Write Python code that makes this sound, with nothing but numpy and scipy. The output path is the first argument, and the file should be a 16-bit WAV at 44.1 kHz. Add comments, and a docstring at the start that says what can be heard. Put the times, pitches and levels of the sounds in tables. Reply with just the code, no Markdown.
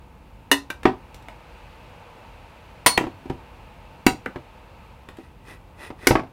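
"""Ventilation murmurs in a small room while three kitchen knives are put on a magnetic steel bar.
First comes a boning knife, then a chef's knife, then a cleaver. Each blade snaps on and rings until it
lies flat; then its handle knocks the hollow wall. Settling steel ticks, and the second handle bounces.
Near the end the cleaver scrapes along the bar and snaps on again, and its handle bounces too."""
import sys
import numpy as np
from scipy import signal
from scipy.fft import irfft
from scipy.io import wavfile
from scipy.ndimage import map_coordinates

SR = 44100
rng = np.random.default_rng(int(sys.argv[2]) if len(sys.argv) > 2 else 0)


def dump(signal):
    """Clip the signal to [-1, 1] and save it as 16-bit WAV at the path in sys.argv[1]."""
    limited = np.clip(np.atleast_2d(signal).T, -1, 1)
    pcm = np.round(limited * 32767).astype(np.int16)
    wavfile.write(sys.argv[1], SR, pcm)


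N = 279053
CLOCK = np.arange(N) / SR  # seconds since the start
AGE = np.arange(SR // 2) / SR  # seconds since a contact

# the tones of the hollow wall: f/Hz, level/dB, t60/s (the time to fade by 60 dB)
WALL_TONES = [(75.6, -25, .2), (132, -17, 0.14), (266, -4.5, 0.072), (328.3, 3, 0.042), (368, -11.5, 0.02),
              (466, -17, 0.026), (760.5, -7.5, 0.07), (962, -14.5, 0.077)]


def amp(db):
    """Turn decibels into a factor to multiply by."""
    return 10 ** (np.asarray(db) / 20)


def unit(x):
    """Scale a signal to an average strength (rms) of 1."""
    return x / np.sqrt(np.mean(x ** 2) + 1e-20)


def along(points, hz):
    """Read between (frequency, value) points, giving each octave equal space."""
    freqs, values = np.transpose(points)
    return np.interp(np.log(hz + 1), np.log(freqs + 1), values)


def wobble(rate):
    """A smooth curve through `rate` random values a second."""
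    return map_coordinates(rng.standard_normal(int(N * rate / SR) + 4), [CLOCK * rate])


def fade(t60, hold=0):
    """Stay level for `hold` seconds, then fall 60 dB every t60 seconds."""
    return np.exp(-np.log(1000) * np.maximum(AGE - hold, 0) / t60)


def noise(colour, size=len(AGE), tilt=None):
    """Noise of strength 1 with a colour, then turned up or down by a tilt; both list f/Hz, level/dB."""
    hz = np.fft.rfftfreq(size, 1 / SR)
    bins = unit(amp(along(colour, hz))) * np.exp(2j * np.pi * rng.random(len(hz)))
    return irfft(bins * amp(along(tilt, hz) if tilt else 0), size) * np.sqrt(size)


def ring(tones, scatter_db, attack):
    """A struck object rings with its own fading tones; each blow mixes them a little differently."""
    hz, db, t60 = np.transpose(tones)
    gains = amp(db + scatter_db * rng.standard_normal(len(hz))) / np.linalg.norm(amp(db))
    waves = np.sin(2 * np.pi * hz[:, None] * AGE) * fade(t60[:, None])
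    return gains @ waves * (1 - np.exp(-AGE / attack))


def room(x, echo_db):
    """Close walls answer a sound with a quick, dense echo."""
    # how long the echo lasts: f/Hz, t60/s
    echo_times = [(100, .3), (300, 0.18), (800, 0.24), (2000, 0.15), (5000, 0.22), (14000, .15)]
    hz, t, bands = signal.stft(rng.standard_normal(len(AGE)), SR, nperseg=256)
    decay = np.exp(-np.log(1000) * t / along(echo_times, hz)[:, None])
    tail = signal.istft(bands * decay, SR, nperseg=256)[1][:len(AGE)]
    tail *= np.clip(AGE / .008, 0, 1) ** 2  # the echo takes a moment to build
    return x + amp(echo_db) * signal.fftconvolve(x, tail / np.linalg.norm(tail))[:len(x)]


def add(track, t, sound):
    """Mix a sound into the track at t seconds."""
    part = track[round(t * SR):][:len(sound)]
    part += sound[:len(part)]


def background():
    """Over a low rumble, the background murmur and hiss swell once, sag slowly and sink back."""
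    # the colours of the three noises: f/Hz, level/dB
    rumble_colour = [(15, -37.5), (31, -20.5), (42, 3), (56, -0.5), (90, -3), (125, -7), (206, -11.5),
                     (400, -19.5), (600, -48.5)]
    murmur_colour = [(180, -41), (300, -10), (403, -11), (487, 1), (532, -3), (775, -4.5), (881, 2.5),
                     (1040, -5.5), (1280, -10), (1380, -26.5), (1500, -11), (1950, -36), (3300, -120)]
    hiss_colour = [(760, -48), (1300, 1), (1380, -4.5), (1920, -6), (2660, -2), (3110, -9.5), (4540, -15.5),
                   (5540, -22), (15000, -31.5), (16000, -38)]
    start_s, rise_s, end_s, fall_s, sag_per_s = 0.66, 0.89, 4.86, 0.37, .11
    rise = np.clip((CLOCK - start_s) / rise_s, 0, 1)
    fall = np.clip((CLOCK - end_s) / fall_s, 0, 1)
    swell = rise * (1 - fall) * (1 - sag_per_s * (CLOCK - start_s))
    rumble = amp(-48 + 1.2 * wobble(5.8)) * noise(rumble_colour, size=N)
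    murmur = amp(-55.5 + 6.5 * swell + 0.6 * wobble(3.9)) * noise(murmur_colour, size=N)
    hiss = amp(-61.5 + 8.5 * swell) * noise(hiss_colour, size=N)
    return rumble + murmur + hiss


def blades():
    """The magnet pulls a blade in: it chatters on the bar, rings, and shakes the wall behind."""
    # a blade meets the bar: t/s, knife (0-2), clack/dB, chatter t60/s, treble/dB, ring/dB,
    # wall thump/dB, main ping/Hz, second ping/Hz, ping/dB
    snaps = [(0.5147, 0, -12, 0.061, 3.5, -8.5, -43, 1840, 392, -11.5),
             (0.702, 0, -27, 0.041, -2.5, -42, -32, 1566, 2362, -23),
             (2.862, 1, -8, 0.079, 3.5, -11, -32.5, 999, 1970, -16),
             (2.9761, 1, -8.5, 0.015, -9, -59, -42, 2095, 2394, -12),
             (4.0653, 2, -5.5, 0.018, -0.5, -17, -3, 2696, 2130, -10.5),
             (4.2603, 2, -22.5, 0.022, -24, -53, -23, 1996, 1490, -19.5),
             (6.0704, 2, -5.5, 0.021, 3.5, -32, -6.5, 2040, 1190, -12)]
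    # the tones each blade rings with: f/Hz, level/dB, t60/s
    boning_tones = [(279.5, -1, 0.24), (1018.6, -6.5, 0.19), (1855, -6, 0.17), (1983, -5, 0.15),
                    (2650, -13, 0.22), (2905, 4, 0.097), (3520, -8, 0.16), (3820, -27, 0.26),
                    (4800, -15, 0.1), (6514, -13.5, 0.087), (8100, -11, 0.15), (9400, -19, 0.13),
                    (11080, -33, 0.16), (13000, -15.5, 0.083)]
    chef_tones = [(242, -5, .14), (991, -4, .15), (1265, -11, .14), (2229, -19, .35), (3385, 0, .09),
                  (3892, -21, .26), (4059, -21, .33), (4339, -5, 1.05), (5235, -4, .12), (6401, -13, .15),
                  (8107, -18, .16), (8760, -14, .14), (9141, 2.5, .17), (9660, -2, .07)]
    cleaver_tones = [(797, -3, 0.15), (964, 0, 0.17), (1267, -1, .14), (1475, -1.5, 0.15),
                     (2067, -6.5, 0.14), (2270, -6, .16), (2780, -4, .18), (3219, -14, .17),
                     (3560, -14, 0.16), (3935, -3, 0.16), (5744, -9, 0.079), (8480, -6, 0.17),
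                     (10490, -15, 0.11), (14650, -12.5, .11)]
    # the colour of each blade's clack: f/Hz, level/dB
    boning_clack = [(59, -39), (100, -16), (818, -3), (1360, -10), (1870, -6), (2320, -15.5), (2860, -3),
                    (3190, -22), (3620, -5), (4470, -18), (12700, -21.5), (16000, -36)]
    chef_clack = [(59, -35.5), (100, -9), (424, -1.5), (676, -4), (1030, -0.5), (1580, -12), (1910, 2.5),
                  (2080, -3.5), (3400, -7.5), (4570, -13.5), (9410, -19), (16000, -21.5)]
    cleaver_clack = [(80, -22), (290, 10), (480, 1.5), (1000, -7.5), (1450, 0), (1700, -2), (2050, 6.5),
                     (2700, -4.5), (3500, -11), (5000, -10), (8500, -15.5), (16000, -24)]
    knives = [(boning_tones, boning_clack), (chef_tones, chef_clack), (cleaver_tones, cleaver_clack)]
    next_times = [snap[0] for snap in snaps[1:]] + [N / SR]
    out = np.zeros(N)
    for snap, next_t in zip(snaps, next_times):
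        t, knife, clack_db, chatter_s, treble_db, ring_db, thump_db, main_hz, second_hz, ping_db = snap
        tones, colour = knives[round(knife)]
        # a flatter, softer contact has less treble
        clack = noise(colour, tilt=[(2800, 0.0016), (4500, treble_db)]) * fade(chatter_s, hold=0.0034)
        # the point of contact picks two short, strong pitches
        ping = np.sin(2 * np.pi * main_hz * AGE) + amp(-4) * np.sin(2 * np.pi * second_hz * AGE)
        ping *= fade(chatter_s + 0.013) * (1 - np.exp(-AGE / 0.00061))
        # lying flat on the bar at the next contact chokes most of the ring
        choke = fade(.03, hold=next_t - t) + amp(-32.5)
        steel = amp(ring_db) * ring(tones, scatter_db=2.5, attack=0.003) * choke
        thump = amp(thump_db) * ring(WALL_TONES, scatter_db=-2.5, attack=0.00067)
        # the very first touch of steel on steel is a bright crack
        crack = noise([(2500, -34), (5000, -8.5), (10000, -0.5), (16000, -3.5)])
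        crack *= amp(treble_db - 13) * fade(0.012, hold=0.0022)
        contact = amp(clack_db) * (clack + crack) + amp(ping_db) * ping
        add(out, t, room(contact, echo_db=-9.5) + steel + room(thump, echo_db=-8))
    return out


def ticks():
    """Blades settle on the bar with tiny ticks."""
    # light touches of steel on steel: t/s, level/dB, body/dB (the lower part of the sound)
    touches = [(0.8323, -30.5, 1), (1.1443, -29.5, -13.5), (1.224, -42, -11), (1.2848, -39, 7),
               (5.088, -35.5, 1.5), (5.17, -39.5, -4)]
    # the colour of a tick: f/Hz, level/dB
    tick_colour = [(300, 8), (900, 3.5), (1700, 3), (3500, -5), (5500, -15.5), (10000, -18), (16000, -26)]
    out = np.zeros(N)
    for t, db, body_db in touches:
        tick = noise(tick_colour, tilt=[(2000, body_db - 0.5), (4500, 0)]) * fade(0.03, hold=0.0015)
        add(out, t, amp(db - 1) * room(tick, echo_db=-4.5))
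    return out


def knock(db, clack_db, bass_db):
    """One blow of a handle makes a thud and sets the hollow wall ringing."""
    # the colour of the thud: f/Hz, level/dB
    thud_colour = [(20, -30), (45, -19), (110, 4), (200, -7.5), (320, 7), (550, 1.5), (800, 3.5),
                   (1300, -2.5), (2300, -11), (4000, -22.5), (8000, -35.5), (16000, -45)]
    tilt = [(120, bass_db), (400, 0), (1200, clack_db + 2), (2200, clack_db + 6.5), (6000, -4)]
    thud = noise(thud_colour, tilt=tilt) * fade(0.05, hold=0.0022) * (1 - np.exp(-AGE / 0.00013))
    wall = ring(WALL_TONES, scatter_db=0.5, attack=0.00078)
    return amp(db) * room(amp(-6) * thud - amp(-0.5) * wall, echo_db=-8.5)


def handles():
    """Handles swing against the wall; one that is let go hits four times, each sooner and weaker."""
    # a held handle knocks once: t/s, level/dB, clack/dB, bass/dB
    single_knocks = [(0.8542, -2, -3, -10), (3.257, -27.5, -13, -5), (3.2985, -13.5, -14, 8.5),
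                     (4.359, -21.5, -7, 13), (5.186, -28.5, -20, -6), (5.9032, -23.5, -6.5, -5),
                     (6.032, -34.5, -6, 0), (6.108, -1.5, -8.5, 7)]
    # a handle let go bounces: t/s, level/dB, clack/dB, first gap/s, loss per bounce/dB
    bounces = [(2.9789, -11.5, -3.5, .0305, 3), (6.1539, -9.5, 0, .041, 10.5)]
    gap_shrink, rebound_clack_db = 0.96, -6
    out = np.zeros(N)
    for t, db, clack_db, bass_db in single_knocks:
        add(out, t, knock(db, clack_db, bass_db))
    for t, db, clack_db, gap_s, loss_db in bounces:
        for k in range(4):
            add(out, t, knock(db - k * loss_db, clack_db + rebound_clack_db * (k > 0), bass_db=0.5))
            t += gap_s * gap_shrink ** k
    return out


def slide():
    """Steel drags over steel in short strokes: tiny uneven slips hiss and set the cleaver singing."""
    # pushes along the bar: middle t/s, length/s, level/dB
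    strokes = [(5.225, 0.16, -57.5), (5.509, 0.099, -44), (5.842, 0.1, -39.5), (6.061, 0.12, -42)]
    # the colour of the scraping: f/Hz, level/dB
    scrape_colour = [(150, -23), (330, 7.5), (600, 0.5), (1200, 0), (1950, 1.5), (2900, -5.5),
                     (4500, -11.5), (7000, -18.5), (9500, -16), (13500, -24.5), (16000, -33.5)]
    # the cleaver's tones while it is pressed on the bar: f/Hz, level/dB, t60/s
    pressed_tones = [(1950, 0, .012), (2520, -2, .011), (3470, -9, .014), (3930, -11, .014),
                     (5140, -12, .016), (8700, -9, .008), (9530, -7, .008), (9820, -9, .016),
                     (11100, -12, .012), (12700, -7, .012), (14100, -7, .016), (15200, -8, .013)]
    ends_db = -9.5  # a stroke is this much quieter at its ends than in its middle
    slips_per_s, slip_spread_db, singing_db = 1500, 3, -7
    loudness = sum(amp(db + ends_db * (2 * (CLOCK - t) / length) ** 2) for t, length, db in strokes)
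    slips = unit(noise(scrape_colour, size=N) * amp(slip_spread_db * wobble(slips_per_s)))
    blade_ring = ring(pressed_tones, scatter_db=-1, attack=0.0013)
    # rubbing drives the high tones hardest; taking the slope (gradient) favours them
    singing = signal.fftconvolve(np.gradient(slips), blade_ring)[:N]
    return loudness * unit(slips + amp(singing_db) * unit(singing))


def scene():
    """All the sounds together, heard close up on one channel."""
    return (background() + blades() + ticks() + handles() + slide())[None]


def record(dry):
    """The loudest peaks are rounded off, and the treble is cut steeply above 16000 Hz."""
    rounded = dry / (1 + np.abs(dry / .98) ** 4) ** (1 / 4)
    low_pass = signal.firwin(161, 16000, fs=SR)
    return signal.fftconvolve(rounded, low_pass[None], mode="same")


dry = scene()
out = record(dry)
dump(out)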